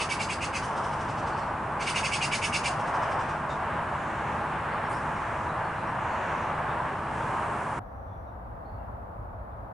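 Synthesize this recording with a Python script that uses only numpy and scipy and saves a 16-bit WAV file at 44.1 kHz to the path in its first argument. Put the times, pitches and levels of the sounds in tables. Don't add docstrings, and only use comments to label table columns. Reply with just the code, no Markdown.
import sys
import numpy as np
from scipy import signal
from scipy.fft import rfft, irfft, next_fast_len
from scipy.io import wavfile

SR = 44100
rng = np.random.default_rng(int(sys.argv[2]) if len(sys.argv) > 2 else 0)


def to_wav(sig):
    pcm = np.clip(np.atleast_2d(sig), -1, 1) * 32767
    pcm = np.round(pcm).astype(np.int16)
    wavfile.write(sys.argv[1], SR, pcm.T)


N = 429093
TIME = np.arange(N) / SR
CUT_S = 7.7925


def amp(db):
    return 10 ** (np.asarray(db) / 20)


def unit_rms(x):
    return x / np.sqrt(np.mean(x ** 2) + 1e-20)


def at_hz(table, hz):
    table_hz, value = np.transpose(table)
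    return np.interp(np.log(hz + 1), np.log(table_hz + 1), value)


def add(mix, start_s, sound):
    start = round(start_s * SR)
    sound = sound[max(-start, 0):]
    part = mix[max(start, 0):][:len(sound)]
    part += sound[:len(part)]


def bell(crest_s, half_s):
    return np.exp(-((TIME - crest_s) / half_s) ** 2)


def wander(size, rate_hz):
    padded = next_fast_len(size + 4096)
    rolloff = np.exp(-(np.fft.rfftfreq(padded, 1 / SR) / rate_hz) ** 2)
    return unit_rms(irfft(rfft(rng.standard_normal(padded)) * rolloff, padded))[:size]


def noise(spectrum, coherence):
    size = next_fast_len(N)
    hz = np.fft.rfftfreq(size, 1 / SR)
    mid, side = rfft(rng.standard_normal((2, size))) * amp(at_hz(spectrum, hz))
    alike = at_hz(coherence, hz)
    mid, side = mid * np.sqrt(1 + alike), side * np.sqrt(1 - alike)
    return unit_rms(irfft(np.array([mid + side, mid - side]), size)[:, :N])


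def low_pass(x, hz):
    return signal.oaconvolve(x, signal.firwin(701, hz, window=("kaiser", 9), fs=SR)[None], "same")


def trees(x, t60_s, wet_db, spread):
    t = np.arange(SR // 2) / SR
    taps = rng.standard_normal((3, len(t))) * (rng.random((3, len(t))) < 2000 / SR)
    taps = (taps[0] + spread * taps[1:]) * amp(-60 * t / t60_s) * (1 - np.exp(-t / .0059))
    taps *= amp(wet_db) / np.linalg.norm(taps, axis=1, keepdims=True)
    return x + signal.oaconvolve(np.atleast_2d(x), taps, axes=1)[:, :N]


# freq_hz, gain_db
RUMBLE_SPECTRUM = [(18, -38), (30, -12), (45, -1), (62, 2), (80, -4), (100, 1.5), (130, -12.5), (200, -20),
                   (350, -26), (1000, -71)]
WASH_SPECTRUM = [(100, -12), (180, 1), (270, -3.5), (380, -7), (520, 0.5), (680, 4), (850, 2.5), (1200, -2),
                 (1600, -10.5), (2100, -22.5), (3000, -35), (4500, -41.5), (7500, -50.5), (11000, -43),
                 (15000, -43)]
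# freq_hz, coherence
QUIET_COHERENCE = [(60, 0.96), (130, 0.96), (260, 0.66), (550, 0.35), (1140, -0.24), (2380, -0.055),
                   (4970, -0.048)]
# crest_s, lift_db
RUMBLE_SURGES = [(8.2, 3.5), (8.51, 4.5), (8.73, 2.5), (8.9, 4), (9.2, 4), (9.32, 4.5), (9.62, 3)]
# time_s, level_db
WASH_LEVELS = [(7.8, -44), (8.4, -44), (8.85, -42), (9.3, -44), (9.73, -43)]


def quiet_place():
    surge_db = sum(lift_db * bell(crest_s, half_s=.043) for crest_s, lift_db in RUMBLE_SURGES)
    rumble = noise(RUMBLE_SPECTRUM, QUIET_COHERENCE) * amp(-43 + surge_db)
    wash = noise(WASH_SPECTRUM, QUIET_COHERENCE) * amp(np.interp(TIME, *np.transpose(WASH_LEVELS)))
    return rumble + wash * amp([[.6], [-.6]])


# freq_hz, gain_db
ROAR_SPECTRUM = [(240, -38), (400, -10), (444, -13.5), (525, -7.5), (633, -3), (731, -3.5), (870, 1),
                 (1150, -1.5), (1510, -10), (1600, -11), (2080, -37), (3520, -120)]
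TYRE_SPECTRUM = [(900, -15), (1400, 2), (1650, 3.5), (1950, -2), (2300, -5.5), (2800, -9), (3250, -16),
                 (3500, -18.5), (4400, -28), (6000, -47)]
ENGINE_SPECTRUM = [(20, -15), (40, -8), (62, -1), (115, 2), (180, -1.5), (230, -2), (290, -7), (335, -3),
                   (375, -9.5), (420, -6.5), (520, -11), (800, -35), (2000, -77)]
AIR_SPECTRUM = [(2500, -15.5), (4000, 1), (5200, 1), (6500, -1), (8000, 1), (9500, -2), (10900, -4.5),
                (12500, -28.5)]
# freq_hz, coherence
ROAD_COHERENCE = [(60, 0.99), (130, 0.99), (260, 0.99), (550, 0.89), (1140, 0.9), (2380, 0.82),
                  (4970, 0.59), (10400, 0.75)]
# crest_s, half_length_s, roar_lift_db, tyre_lift_db
TRAFFIC_SWELLS = [(.8, 0.15, 2.7, -0.5), (1.383, 0.16, 3, 0.5), (1.952, .16, 0.5, 3.5),
                  (2.35, 0.28, -0.2, 3), (3.027, .36, 4, 5), (3.77, 0.17, 2, 4), (4.216, 0.24, 1.2, 3.5),
                  (4.85, 0.34, 1.5, 5), (5.323, 0.16, 1, 3.5), (5.72, 0.22, 1, 3), (6.3, 0.31, 2.5, 5.8),
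                  (6.76, 0.22, 2, 2), (7.39, 0.2, 3.3, 3.5)]
# time_s, lift_db
TYRE_TREBLE = [(0, 3.5), (1.6, -0.5), (3, -1.5), (4.3, 0.5), (5.3, -2), (5.8, -1), (6.5, -1), (7, 0.5),
               (7.75, 0.5)]


def road():
    roar_db, tyre_db = sum(np.outer(lifts_db, bell(crest_s, half_s))
                           for crest_s, half_s, *lifts_db in TRAFFIC_SWELLS)
    roar = noise(ROAR_SPECTRUM, ROAD_COHERENCE) * amp(-33.5 + roar_db + .61 * wander(N, 9))
    tyres = noise(TYRE_SPECTRUM, ROAD_COHERENCE) * amp(-42.5 + tyre_db + .44 * wander(N, 7))
    treble = signal.sosfiltfilt(signal.butter(2, 2000, "high", fs=SR, output="sos"), tyres)
    tyres += treble * (amp(np.interp(TIME, *np.transpose(TYRE_TREBLE))) - 1)
    engines = noise(ENGINE_SPECTRUM, ROAD_COHERENCE) * amp(-39 + .5 * wander(N, 2.4))
    hum_hz = 150.5 + 1.226 * wander(N, 4.84)
    hum = np.sin(2 * np.pi * np.cumsum(hum_hz) / SR) * amp(-46.5 + 2 * wander(N, 3.7))
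    air = noise(AIR_SPECTRUM, ROAD_COHERENCE) * amp(-61.5 + .5 * wander(N, 1.6))
    return roar + tyres + engines + hum + air


def calls_in_place(calls, at_road):
    return [call for call in calls if (call[0] + call[1] / 2 < CUT_S) == at_road]


# start_s, length_s, start_hz, end_hz, width_ratio, relative_db
WHEEZE_CALLS = [(3.49, 0.043, 5650, 5450, .57, -51.5), (3.882, 0.52, 7140, 6130, .2, -62),
                (4.893, .046, 8950, 8200, .27, -50), (4.921, .59, 6900, 6500, 0.45, -60),
                (5.97, .53, 6900, 5900, .18, -60), (7.049, 1, 7140, 8760, 0.49, -57),
                (7.8, .55, 5920, 5800, 0.1, -85)]


def wheezes(at_road):
    out = np.zeros(N)
    for start_s, length_s, start_hz, end_hz, width_ratio, db in calls_in_place(WHEEZE_CALLS, at_road):
        size, width_hz = round(length_s * SR), width_ratio * start_hz
        phase = 2 * np.pi * np.cumsum(np.linspace(start_hz, end_hz, size)) / SR
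        hiss = wander(size, width_hz) * np.cos(phase) + wander(size, width_hz) * np.sin(phase)
        add(out, start_s, amp(db) * hiss * signal.windows.tukey(size, .21))
    return trees(out, t60_s=.49, wet_db=1, spread=1) * amp(-6)


# start_s, length_s, start_hz, end_hz, relative_db
CHIRP_CALLS = [(1.215, .063, 4100, 4600, -59), (1.315, .03, 4700, 4160, -55), (1.39, .07, 4500, 4200, -59),
               (3.495, .029, 3750, 3650, -48), (4.7, .046, 3700, 5200, -59), (4.84, .04, 5500, 5300, -62),
               (4.905, .07, 4200, 6000, -56), (5.155, .03, 5600, 5500, -60), (5.48, .04, 3950, 3800, -57),
               (5.635, .03, 4300, 4350, -59), (5.755, .09, 4200, 3850, -61), (5.865, .03, 5400, 5600, -61),
               (6.085, .08, 4400, 4400, -63), (6.67, .06, 3500, 3650, -58), (7.2, .05, 3520, 3240, -56),
               (8.06, .12, 3480, 3400, -79), (8.25, .08, 3950, 3450, -82), (8.63, .1, 4270, 4420, -78),
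               (8.71, .092, 4450, 4270, -82), (8.76, .12, 2800, 2650, -78), (9.5, .045, 3450, 3550, -83)]


def chirps(at_road):
    out = np.zeros(N)
    for start_s, length_s, start_hz, end_hz, db in calls_in_place(CHIRP_CALLS, at_road):
        size = round(length_s * SR)
        hz = np.linspace(start_hz, end_hz, size) * (1 + .03 * wander(size, 500))
        envelope = signal.windows.tukey(size, .7) * amp(2 * wander(size, 150))
        add(out, start_s, amp(db) * unit_rms(np.sin(2 * np.pi * np.cumsum(hz) / SR) * envelope))
    return out


def articulate(chatter, beak_open, beak_per_db, beak_close_per_s, rasp_db, rasp_db_per_s):
    mean_db = np.mean([effort_db for _, effort_db in chatter])
    last_s, syllables = -np.inf, []
    for peak_s, effort_db in chatter:
        if peak_s - last_s > .5:
            burst_s = peak_s
        into_s, last_s = peak_s - burst_s, peak_s
        beak = beak_open + beak_per_db * (effort_db - mean_db) - beak_close_per_s * into_s
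        syllables.append((peak_s, effort_db, beak, rasp_db + rasp_db_per_s * into_s))
    return syllables


def chaotic_buzz(t, hz, swell_db):
    partials = np.arange(4, 30)[:, None]
    slip_rad = .85 * np.cumsum(rng.standard_normal((len(partials), len(t) // 32)), 1).repeat(32, 1)
    start_phase, swell_phase, swell_rate = rng.random((3, len(partials), 1))
    swell = amp(swell_db * np.sin(2 * np.pi * (swell_phase + 70 * swell_rate * t)))
    cycles = partials * np.cumsum(hz) / SR + start_phase
    return (swell * np.cos(2 * np.pi * cycles + slip_rad)).sum(0)


def resonate(buzz, spectrum, beak, envelope):
    gain = amp(at_hz(spectrum, np.fft.rfftfreq(len(buzz), 1 / SR) / beak))
    voiced = irfft(rfft(buzz) * gain, len(buzz))
    return unit_rms(voiced * envelope) * np.sqrt(np.mean(envelope ** 2))


def magpie(syllables, throat_spectrum, rasp_spectrum, pitch_hz, half_s, linger, droop, swell_db):
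    out, t = np.zeros(N), np.arange(-2560, 3584) / SR
    rasp_t = t - .004
    throat_envelope = np.exp(-abs(t / (half_s * np.where(t < 0, 1.12, .9))) ** 2.06)
    rasp_envelope = np.exp(-abs(rasp_t / (half_s * np.where(rasp_t < 0, 1.07, linger))) ** 2.56)
    attack = np.clip((t + 1.33 * half_s) / .00397, 0, 1)
    for peak_s, effort_db, beak, rasp_db in syllables:
        hz = pitch_hz * rng.uniform(.88, 1.12) * (1 - droop * np.tanh(t / .03))
        buzz = chaotic_buzz(t, hz, swell_db)
        throat = resonate(buzz, throat_spectrum, beak, throat_envelope)
        rasp = resonate(buzz, rasp_spectrum, beak, rasp_envelope)
        add(out, peak_s + t[0], amp(effort_db) * attack * (throat + amp(rasp_db) * rasp))
    return out


# peak_s, effort_db
FAR_CHATTER = [(.643, -42.5), (.777, -47), (.848, -47), (.932, -50), (1.011, -48.5), (1.098, -49),
               (1.186, -49.5), (1.28, -49), (1.386, -49.5), (2.73, -51), (2.803, -50), (2.878, -49),
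               (2.954, -49), (3.03, -49), (3.12, -49), (3.207, -49), (3.298, -50)]
# freq_hz, gain_db
FAR_THROAT_SPECTRUM = [(2200, -15), (2800, 9.5), (3600, 0), (4200, -3.5), (4900, -5.5), (5350, -3),
                       (5900, -24), (7000, -29.5), (9000, -48)]
FAR_RASP_SPECTRUM = [(4000, -22), (5300, -2.5), (6100, 0), (7100, -7), (8200, -4.5), (9200, -5),
                     (10500, -16), (12500, -42)]


def far_magpie():
    syllables = articulate(FAR_CHATTER, beak_open=1.02, beak_per_db=.001, beak_close_per_s=.12,
                           rasp_db=-2.9, rasp_db_per_s=.5)
    voice = magpie(syllables, FAR_THROAT_SPECTRUM, FAR_RASP_SPECTRUM,
                   pitch_hz=482, half_s=.018, linger=1.25, droop=.0202, swell_db=4)
    return amp(-4) * trees(voice, t60_s=.57, wet_db=-1, spread=.99)


# delay_s, left_db, right_db
CLOSE_ECHOES = [(.00245, -6, -17), (.0043, -16, -8), (.0053, -15.5, -38.5), (.00575, -21, -7),
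                (.0077, -9.5, -21.5), (.0092, -9.5, -12.5)]


def close_echoes(x):
    left, right = x.copy(), x.copy()
    for delay_s, left_db, right_db in CLOSE_ECHOES:
        add(left, delay_s, amp(left_db) * x)
        add(right, delay_s, amp(right_db) * x)
    return np.array([left, right])


# peak_s, effort_db
NEAR_CHATTER = [(.013, -30.5), (.116, -30.5), (.217, -31.5), (.313, -32.5), (.434, -33), (.558, -32.5),
                (1.822, -35.5), (1.886, -30), (1.972, -29), (2.054, -29.5), (2.141, -28), (2.235, -28),
                (2.341, -27.5), (2.443, -28), (2.551, -27), (2.661, -28.5)]
# freq_hz, gain_db
NEAR_THROAT_SPECTRUM = [(1500, -39), (2000, -15.5), (2220, -1), (2500, -3), (2790, -3.5), (3000, -8),
                        (3300, -20.5), (4000, -32.5), (6000, -52)]
NEAR_RASP_SPECTRUM = [(2600, -29), (3500, -1.5), (3950, -8), (4650, 0.5), (5250, 1), (5800, -5), (6500, 0),
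                      (7300, -9), (7950, -2.5), (8400, -7), (9650, -4), (10200, -13), (10900, -17),
                      (12500, -41)]
# pitch_hz, width_hz, relative_db
REFLECTION_RINGS = [(2245, 30, -1.5), (2300, 27.2, -7), (2580, 32, -9), (2747, 27, -5), (3016, 30, -7.5),
                    (4750, 40, -5.5), (7100, 40, -8), (7960, 45, -3), (10000, 40, -2)]


def near_magpie():
    syllables = articulate(NEAR_CHATTER, beak_open=.99, beak_per_db=.005, beak_close_per_s=.003,
                           rasp_db=-5.05, rasp_db_per_s=-1.4)
    voice = magpie(syllables, NEAR_THROAT_SPECTRUM, NEAR_RASP_SPECTRUM,
                   pitch_hz=418.6, half_s=.023, linger=1.35, droop=.07, swell_db=5.5)
    rings = sum(amp(db) * signal.lfilter(*signal.iirpeak(hz, hz / width_hz, SR), voice)
                for hz, width_hz, db in REFLECTION_RINGS)
    chatter = voice + amp(1) * rings
    late_echo = amp(-8) * signal.sosfilt(signal.butter(2, 3800, "high", fs=SR, output="sos"), chatter)
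    add(chatter, .027, late_echo)
    return trees(close_echoes(chatter), t60_s=.35, wet_db=-10.5, spread=1.08) * amp([[-3.2], [-2.6]])


def scene():
    small_birds = amp(-6) * trees(chirps(at_road=True), t60_s=.27, wet_db=-1, spread=.8)
    small_birds += wheezes(at_road=True)
    roadside = low_pass(road() + near_magpie() + far_magpie() + small_birds, hz=11020)
    quiet = quiet_place()
    quiet += amp(-1.5) * trees(chirps(at_road=False), t60_s=.3, wet_db=-1, spread=1.7)
    quiet += wheezes(at_road=False)
    cut = np.clip((TIME - CUT_S) / .003 + .5, 0, 1)
    return roadside * (1 - cut) + quiet * cut


def record(dry):
    return low_pass(dry, hz=15500) * np.clip((TIME[-1] - TIME) / .006, 0, 1)


dry = scene()
out = record(dry)
to_wav(out)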